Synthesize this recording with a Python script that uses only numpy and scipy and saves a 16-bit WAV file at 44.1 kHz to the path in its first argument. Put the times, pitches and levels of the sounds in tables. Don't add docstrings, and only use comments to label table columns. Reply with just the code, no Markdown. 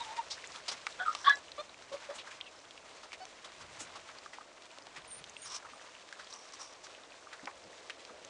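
import sys
import numpy as np
from scipy import signal
from scipy.fft import rfft, irfft, next_fast_len
from scipy.io import wavfile

SR = 44100
rng = np.random.default_rng(int(sys.argv[2]) if len(sys.argv) > 2 else 0)


def dump_mix(stems):
    frames = np.atleast_2d(stems).T
    limited = np.clip(frames, -1, 1)
    pcm = np.round(limited * 32767).astype(np.int16)
    wavfile.write(sys.argv[1], SR, pcm)


N = 365765


def from_db(db):
    return 10 ** (np.asarray(db) / 20)


def rms_one(x):
    return x / np.sqrt(np.mean(x ** 2) + 1e-20)


def curves(rows, t):
    times, *columns = np.transpose(rows)
    return [np.interp(t, times, column) for column in columns]


def drift(rate_hz, size):
    pole = np.exp(-16 * np.pi * rate_hz / SR)
    slow = signal.lfilter([1], [1, -2 * pole, pole * pole], rng.standard_normal(size // 8 + 4002))
    return np.interp(np.arange(size) / 8, np.arange(size // 8 + 2), (slow / slow.std())[4000:])


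def resonance(x, hz, width_hz):
    r = np.exp(-np.pi * width_hz / SR)
    feedback = [1, -2 * r * np.cos(2 * np.pi * hz / SR), r * r]
    return signal.lfilter([(1 - r * r) / 2, 0, (r * r - 1) / 2], feedback, x)


def band(x, hz, width_hz):
    return rms_one(resonance(resonance(x, hz, width_hz), hz, 2 * width_hz))


def body(x, modes):
    return sum((-1) ** k * from_db(level_db) * resonance(resonance(x, hz, width), hz, 2 * width)
               for k, (hz, width, level_db) in enumerate(modes))


def equalise(x, spectrum):
    size = next_fast_len(len(x))
    hz, gain_db = np.transpose(spectrum)
    bins_hz = np.arange(size // 2 + 1) * SR / size
    gain = from_db(np.interp(np.log(bins_hz + 1), np.log(hz), gain_db))
    return rms_one(irfft(rfft(x, size) * gain, size)[:len(x)])


def grains(per_s, spread_db, size):
    heights = from_db(spread_db * np.minimum(rng.exponential(1, size), 5)) * rng.choice([-1, 1], size)
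    return rms_one(heights * (rng.random(size) < per_s / SR))


def place(out, sound, start_s, peak_db):
    at = round(start_s * SR)
    out[at:at + len(sound)] += (from_db(peak_db) * sound / np.abs(sound).max())[:N - at]


def span(rows):
    at = np.arange(round(rows[0][0] * SR), min(round(rows[-1][0] * SR), N))
    fade = np.minimum(1, np.minimum(at - at[0], at[-1] - at) / (.003 * SR))
    return at, at / SR, fade


def swell(peak_s, rise_s, fall_s, *levels_db, hz=None, edge_db=-14):
    times = [max(peak_s - rise_s, 0), peak_s, peak_s + fall_s]
    pitch = [] if hz is None else [hz]
    arch_db = np.array([edge_db, 0, edge_db])
    return np.column_stack([times, *pitch, *(level_db + arch_db for level_db in levels_db)])


def glides(rows):
    return [swell(peak_s, rise, fall, level_db, hz=hz) for peak_s, rise, fall, *hz, level_db in rows]


def tones(calls, harmonics, wobble, hoarse, throb_hz=0):
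    out = np.zeros(N)
    for rows in calls:
        at, t, fade = span(rows)
        hz, *levels_db = curves(rows, t)
        cycles = np.cumsum(hz * (1 + wobble * drift(51, len(at)))) / SR
        for k, level_db in zip(harmonics, levels_db):
            shake = 1 + hoarse * (drift(77, len(at)) + 1j * drift(110, len(at)))
            wave = np.exp(2j * np.pi * (k * cycles + rng.random())) * shake / np.sqrt(1 + 2 * hoarse ** 2)
            if throb_hz:
                wave *= 1 + .8 * np.exp(2j * np.pi * throb_hz * (t - t[0]))
            out[at] += fade * np.sqrt(2) * from_db(level_db) * wave.real
    return out


def airflow(puffs, modes, flutter_db):
    air, out = rms_one(body(rng.standard_normal(N), modes)), np.zeros(N)
    for puff in puffs:
        rows = swell(*puff)
        at, t, fade = span(rows)
        out[at] += fade * from_db(curves(rows, t)[0] + flutter_db * drift(65, len(at))) * air[at]
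    return out


def background():
    room_spectrum = [(15, -30), (25, -4.5), (103, -35), (188, -9.5), (304, 2.5), (466, -4.5), (529, -6),
                     (647, 8.5), (753, -5), (1070, 1.5), (1450, -16), (3170, -16.5), (5670, -10.5),
                     (8700, -16.5), (10400, -28.5), (13500, -80), (22000, -120)]
    murmur_levels = [(0.0, -60), (1.82, -64.5), (2.15, -63), (2.42, -64), (6.53, -64.5), (8.01, -59.5),
                     (8.29, -59.5)]
    hand_levels = [(0.0, -67), (0.11, -74), (3.53, -78.5), (3.62, -67), (4.62, -83.5), (5.12, -72),
                   (6.3, -80.5), (8.29, -77.5)]
    t = np.arange(N) / SR
    room_tone = from_db(-63) * equalise(rng.standard_normal(N), room_spectrum)
    murmur = band(rng.standard_normal(N), 499, 280)
    murmur *= from_db(curves(murmur_levels, t)[0] + 1.3 * drift(26, N))
    rumble = band(rng.standard_normal(N), 64.3, 66) + .8 * band(rng.standard_normal(N), 140, 130)
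    rumble *= from_db(curves(hand_levels, t)[0] + .86 * drift(15, N))
    return room_tone + murmur + rumble


def room_reverb(x, t60_s=.079, wall_cut_hz=2600):
    size = next_fast_len(N + SR)
    hz = np.arange(size // 2 + 1) * SR / size
    wall, tail = 1 / (1 + 1j * hz / wall_cut_hz), 0
    for k, lag_s in enumerate(rng.uniform(.006, .03, 8)):
        loop = from_db(-60 * lag_s / t60_s) * wall * np.exp(-2j * np.pi * hz * lag_s)
        tail += (-1) ** k * loop / (1 - loop)
    return irfft(rfft(x, size) * tail, size)[:N]


def stirring(tick_db=-7.5):
    heap_levels = [(0.0, -49, -54), (0.23, -56, -57.5), (0.53, -55, -60), (0.95, -55, -57.5),
                   (1.18, -55, -55.5), (1.68, -58.5, -61.5), (2.26, -57, -55.5), (2.47, -60.5, -61),
                   (3.53, -59, -61.5), (3.88, -58, -58), (4.59, -63.5, -63.5), (4.87, -61.5, -60.5),
                   (5.47, -57, -58.5), (5.98, -59.5, -61.5), (6.6, -60.5, -60.5), (8.29, -59, -64)]
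    rub_spectrum = [(880, -52.5), (1500, -3), (2480, -4), (2660, -4), (3930, -5.5), (7510, -11),
                    (9890, -23), (10400, -22), (13500, -59), (22000, -120)]
    bright_db, dull_db = curves(heap_levels, np.arange(N) / SR)
    clumps_db = 1.2 * drift(12, N)
    rubbing = equalise(grains(7000, 2.63, N), rub_spectrum)
    bright = sum(resonance(rubbing, hz, .6 * hz) * from_db(2.5 * drift(20, N))
                 for hz in (2400, 3800, 6000, 9000))
    bright = rms_one(bright) * from_db(bright_db + clumps_db)
    dull = band(grains(4000, 1.77, N), 810, 1030) * from_db(dull_db + clumps_db + 2 * drift(29, N))
    knocks, pitch_index = grains(200, 4.2, N), rng.integers(0, 14, N)
    ticks = sum(band(knocks * (pitch_index == k) + 1e-18, hz, 300 + .05 * hz)
                for k, hz in enumerate(np.geomspace(900, 6000, num=14)))
    return bright + dull + rms_one(ticks) * from_db(bright_db + tick_db)


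def thumps():
    bumps = [(0.72, -54.5, 191), (1.359, -51, 350), (2.149, -57, 226), (3.619, -63, 67.3),
             (3.799, -48, 300), (4.969, -57, 161), (5.199, -56, 102), (5.72, -57, 245), (7.428, -47, 236),
             (7.469, -49, 350), (7.648, -54, 186), (8.097, -51, 218)]
    out, t = np.zeros(N), np.arange(SR // 5) / SR
    for start_s, peak_db, hz in bumps:
        puff = rng.standard_normal(len(t)) * t * np.exp(-t / .0098)
        place(out, band(puff, hz, .69 * hz), start_s, peak_db)
    return out


def noses():
    # peak_s, rise_s, fall_s, first_hz, peak_hz, last_hz, level_db
    whistles = [(1.08, .03, .04, 7900, 7950, 7750, -58), (1.355, .02, .04, 7700, 7600, 7600, -57),
                (5.12, .045, .085, 9250, 8750, 9450, -46), (5.44, .075, .045, 8550, 9000, 9450, -50),
                (5.435, .02, .055, 6650, 6650, 6600, -50), (5.76, .05, .03, 8300, 8950, 9050, -66),
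                (2.475, .02, .03, 2850, 2700, 2250, -54)]
    sniffs = [(1.23, 0.14, .1, -51), (5.46, .015, 0.11, -48.5), (5.567, .07, 0.021, -40),
              (6.301, .004, 0.024, -53), (6.335, 0.033, 0.16, -51.5), (6.523, 0.0034, 0.0053, -50),
              (6.536, 0.0039, 0.023, -47), (6.6, .014, 0.12, -46.5), (6.726, 0.0031, 0.015, -48.5)]
    nose_modes = [(1092, 250, 6), (2800, 3400, -7), (5660, 720, 6.5), (7550, 1900, -10)]
    whistling = tones(glides(whistles), [1], wobble=.007, hoarse=1)
    return whistling + airflow(sniffs, nose_modes, flutter_db=2.5)


def whimpers():
    # start_s, length_s, first_hz, last_hz, fundamental_db, octave_db, upper_db
    soft_cries = [(1.579, 0.049, 565, 622, -43.5, -42.5, -54.5), (1.916, 0.067, 523, 599, -44, -55, -76),
                  (2.088, 0.057, 567, 579, -42.5, -57, -67), (3.202, 0.052, 740, 758, -49, -62, -62)]
    swell_db = np.array([-2, 0, 3, -4.5, -34])
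    comb_db = np.array([-6, -3, -12, 1.5, -2, -14])
    calls = []
    for start_s, length_s, first_hz, last_hz, fundamental_db, octave_db, upper_db in soft_cries:
        times = start_s + length_s * np.array([0, .2, .4, .75, 1])
        levels_db = [db + swell_db for db in [fundamental_db, octave_db, *(upper_db + comb_db)]]
        calls.append(np.column_stack([times, np.linspace(first_hz, last_hz, num=5), *levels_db]))
    return tones(calls, range(1, 9), wobble=.005, hoarse=.4)


def cries(rows, overtone, weak=(), weak_db=-25):
    out = np.zeros(N)
    for peak_s, rise, fall, *hz, low_db, high_db, hoarse in rows:
        call = swell(peak_s, rise, fall, low_db, high_db, *[low_db + weak_db] * len(weak), hz=hz)
        out += tones([call], [1, overtone, *weak], wobble=.0069, hoarse=hoarse)
    return out


def yelp(pitch_hz=565.5, mouth_db_per_octave=39):
    contour = [(1.255, -56, 1400), (1.27, -21, 1190), (1.283, -13.5, 1176), (1.289, -17, 1260),
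               (1.297, -20.5, 1690), (1.312, -14.5, 1540), (1.319, -38, 1610), (1.338, -32.5, 1650),
               (1.36, -44, 1440), (1.39, -46, 1500)]
    times, level_db, mouth_hz = np.transpose(contour)
    harmonics_db = [level_db - mouth_db_per_octave * np.abs(np.log2(k * pitch_hz / mouth_hz))
                    for k in (2, 3)]
    flare_db = -33 - 448 * np.abs(times - 1.285)
    call = np.column_stack([times, np.full_like(times, pitch_hz), *harmonics_db, flare_db])
    return tones([call], [2, 3, 6.08], wobble=.006, hoarse=.25)


def voice():
    # peak_s, rise_s, fall_s, first_hz, peak_hz, last_hz, level_db, overtone_db, hoarseness
    whines = [(.015, .02, .016, 946, 943, 910, -35.5, -39, 0.3),
              (.11, .1, .06, 851, 885, 955, -45.5, -65, 0.6),
              (.195, .022, 0.018, 948, 933, 920, -30, -61, 0.25)]
    yips = [(1.012, .024, 0.034, 705, 741, 767, -38.5, -34, 0.81),
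            (1.328, .028, 0.033, 1990, 1986, 1954, -41, -43, 0.16)]
    # peak_s, rise_s, fall_s, first_hz, peak_hz, last_hz, level_db
    warbles = [(1.082, 0.028, 0.041, 1320, 1225, 1283, -30.5)]
    rasps = [(1.001, 0.013, 0.064, -43), (1.271, 0.029, 0.063, -27)]
    throat_modes = [(760, 100, -9.5), (1120, 114, 0.5), (1650, 250, 1.5), (3410, 320, -2), (4370, 960, -19)]
    voiced = cries(whines, overtone=4, weak=(2, 3)) + cries(yips, overtone=2) + yelp()
    warble = tones(glides(warbles), [1], wobble=.008, hoarse=.35, throb_hz=100)
    return voiced + warble + whimpers() + airflow(rasps, throat_modes, flutter_db=1)


def crunches(crumble_s=.018, crumble_per_rise=.6):
    # start_s, level_db, colour_hz, rise_s, relative_rustle_db
    bites = [(0.163, -34.5, 2000, 0.0046, 7), (0.298, -27.5, 4450, 0.015, -13), (0.537, -37, 1200, .017, 4),
             (0.6788, -24, 4180, 0.005, 8.5), (0.713, -26.5, 5160, 0.0036, 8),
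             (0.867, -27, 1180, 0.0009, -25), (1.916, -36, 3500, 0.016, 25),
             (2.095, -40.5, 1410, 0.0076, 0), (2.139, -34.5, 7000, 0.016, -1),
             (2.176, -36.5, 2800, 0.014, -5), (2.261, -38, 1510, 0.0099, 0),
             (2.306, -36.5, 1890, 0.0065, 3), (2.456, -42.5, 2570, 0.0086, -10),
             (3.028, -40.5, 1080, 0.0064, 6), (3.128, -34.5, 2170, 0.003, 0),
             (3.441, -36, 1220, 0.0061, 13), (3.597, -40, 1210, 0.014, 5),
             (3.785, -27.5, 6600, 0.022, -1.5), (3.954, -33.5, 1100, 0.0038, 5),
             (4.086, -41, 1370, 0.0044, -24), (4.329, -36, 1800, .0051, 1),
             (4.957, -34.5, 1860, 0.0069, 2.5), (5.643, -40, 1070, 0.0056, -20),
             (6.184, -36, 1410, 0.012, 3), (6.833, -39, 5360, 0.0078, 2), (7.326, -38, 1460, 0.0037, -4),
             (7.469, -33, 850, 0.0042, -15), (7.896, -35.5, 1830, 0.0029, -2),
             (8.088, -43.5, 1060, 0.0044, -4)]
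    out, t = np.zeros(N), np.arange(SR // 5) / SR
    for start_s, level_db, hz, rise_s, rustle_db in bites:
        decay_s = min(crumble_s, 5 * rise_s) + crumble_per_rise * rise_s
        envelope = np.minimum(t / rise_s, 1) * np.exp(-(np.maximum(t - rise_s, 0) / decay_s) ** 1.7)
        crumbs = grains(12000, .24, len(t)) * envelope
        rustle = rms_one(resonance(crumbs, 2960, 3900) + resonance(crumbs, 1070, 720))
        place(out, band(crumbs, hz, .46 * hz + 100) + from_db(rustle_db) * rustle, start_s, level_db)
    return out


def snaps():
    # start_s, level_db, ring_hz, relative_click_db
    cracks = [(0.441, -33.5, 1910, -22), (0.4733, -29.5, 7100, -14), (0.5203, -35.5, 5340, -8),
              (0.5606, -25.5, 3300, 7), (0.868, -16.5, 2160, -1), (1.1298, -30, 1250, -6),
              (1.1505, -15.5, 1020, 4.5), (1.296, -17, 5340, 4), (1.356, -33, 5340, -14),
              (1.372, -30, 686, 0.5), (1.5186, -28.5, 3920, -2), (1.7437, -39, 2270, -7),
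              (1.8235, -35, 1470, 2), (2.405, -41, 2280, -9), (2.4112, -26.5, 3180, -24),
              (2.653, -43, 3190, -5), (2.709, -32, 3260, 5), (2.7775, -33, 2630, 0),
              (3.12, -32.5, 2280, -5), (3.1372, -30.5, 2400, 11), (3.2538, -28.5, 5850, 2),
              (3.52, -34, 2880, 23), (3.9727, -36, 780, -3), (4.186, -33, 4520, -3),
              (4.261, -32.5, 1370, -7.5), (4.385, -36, 935, -18), (4.41, -41, 1280, -12),
              (4.622, -32.5, 3490, 22), (4.656, -37, 2670, 9), (4.7149, -34.5, 7000, 8),
              (4.707, -43, 2600, -6), (4.776, -39.5, 1100, -8), (4.7856, -28.5, 567, 5),
              (4.823, -40, 4910, -5), (4.8689, -29.5, 730, 3), (5.0205, -40, 3270, -2),
              (5.1145, -43, 3080, -12), (5.2412, -27.5, 3280, 4), (5.2968, -32.5, 6600, -15),
              (5.3666, -33, 2720, -19), (5.7346, -40, 1110, -10), (5.9509, -41.5, 2710, -16),
              (6.0894, -32, 1850, 7), (6.1267, -26, 1680, -1.5), (6.245, -40, 4800, -8),
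              (6.2722, -39, 3180, -6), (6.327, -34.5, 4100, -17), (6.489, -42, 4950, -9),
              (6.8685, -31, 1680, 0), (6.9494, -37.5, 2800, -7), (6.985, -46, 1700, -15),
              (7.036, -41, 3580, -6), (7.121, -40, 2580, -7), (7.2709, -42.5, 1220, -20),
              (7.3328, -29.5, 1490, -1), (7.395, -41.5, 1700, -12), (7.4568, -27, 4840, 6),
              (7.474, -30.5, 2050, -29), (7.5126, -39, 1810, -2), (7.898, -24.5, 1820, -1),
              (7.904, -27.5, 2800, -4), (8.051, -29, 4630, 9), (8.249, -29, 6140, -1.5)]
    bowl_modes = [(1183, 110, -1), (1680, 25, -7)]
    out = np.zeros(N)
    rebounds_s = rng.uniform(.001, .0028, len(cracks))
    for (start_s, level_db, hz, click_db), rebound_s in zip(cracks, rebounds_s):
        hits = np.full(SR // 20, 1e-18)
        hits[[0, round(rebound_s * SR), round(2.3 * rebound_s * SR)]] = 1, -.5, .25
        click = from_db(click_db) * rms_one(resonance(hits, 2700, 3200))
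        place(out, band(hits, hz, 250 + .15 * hz) + click, start_s, level_db)
    return out + 1.2 * body(out + 1e-18, bowl_modes)


def scene(treble_cut_hz=6330, wet_db=-12):
    soften = signal.butter(2, treble_cut_hz, fs=SR, output="sos")
    pellets = signal.sosfilt(soften, snaps() + crunches())
    puppies = voice() + noses() + pellets + thumps()
    return (puppies + from_db(wet_db) * room_reverb(puppies) + stirring() + background())[None]


def record(dry):
    stop_hz = 10800
    return signal.sosfilt(signal.cheby2(12, 38, stop_hz, fs=SR, output="sos"), dry)


dry = scene()
out = record(dry)
dump_mix(out)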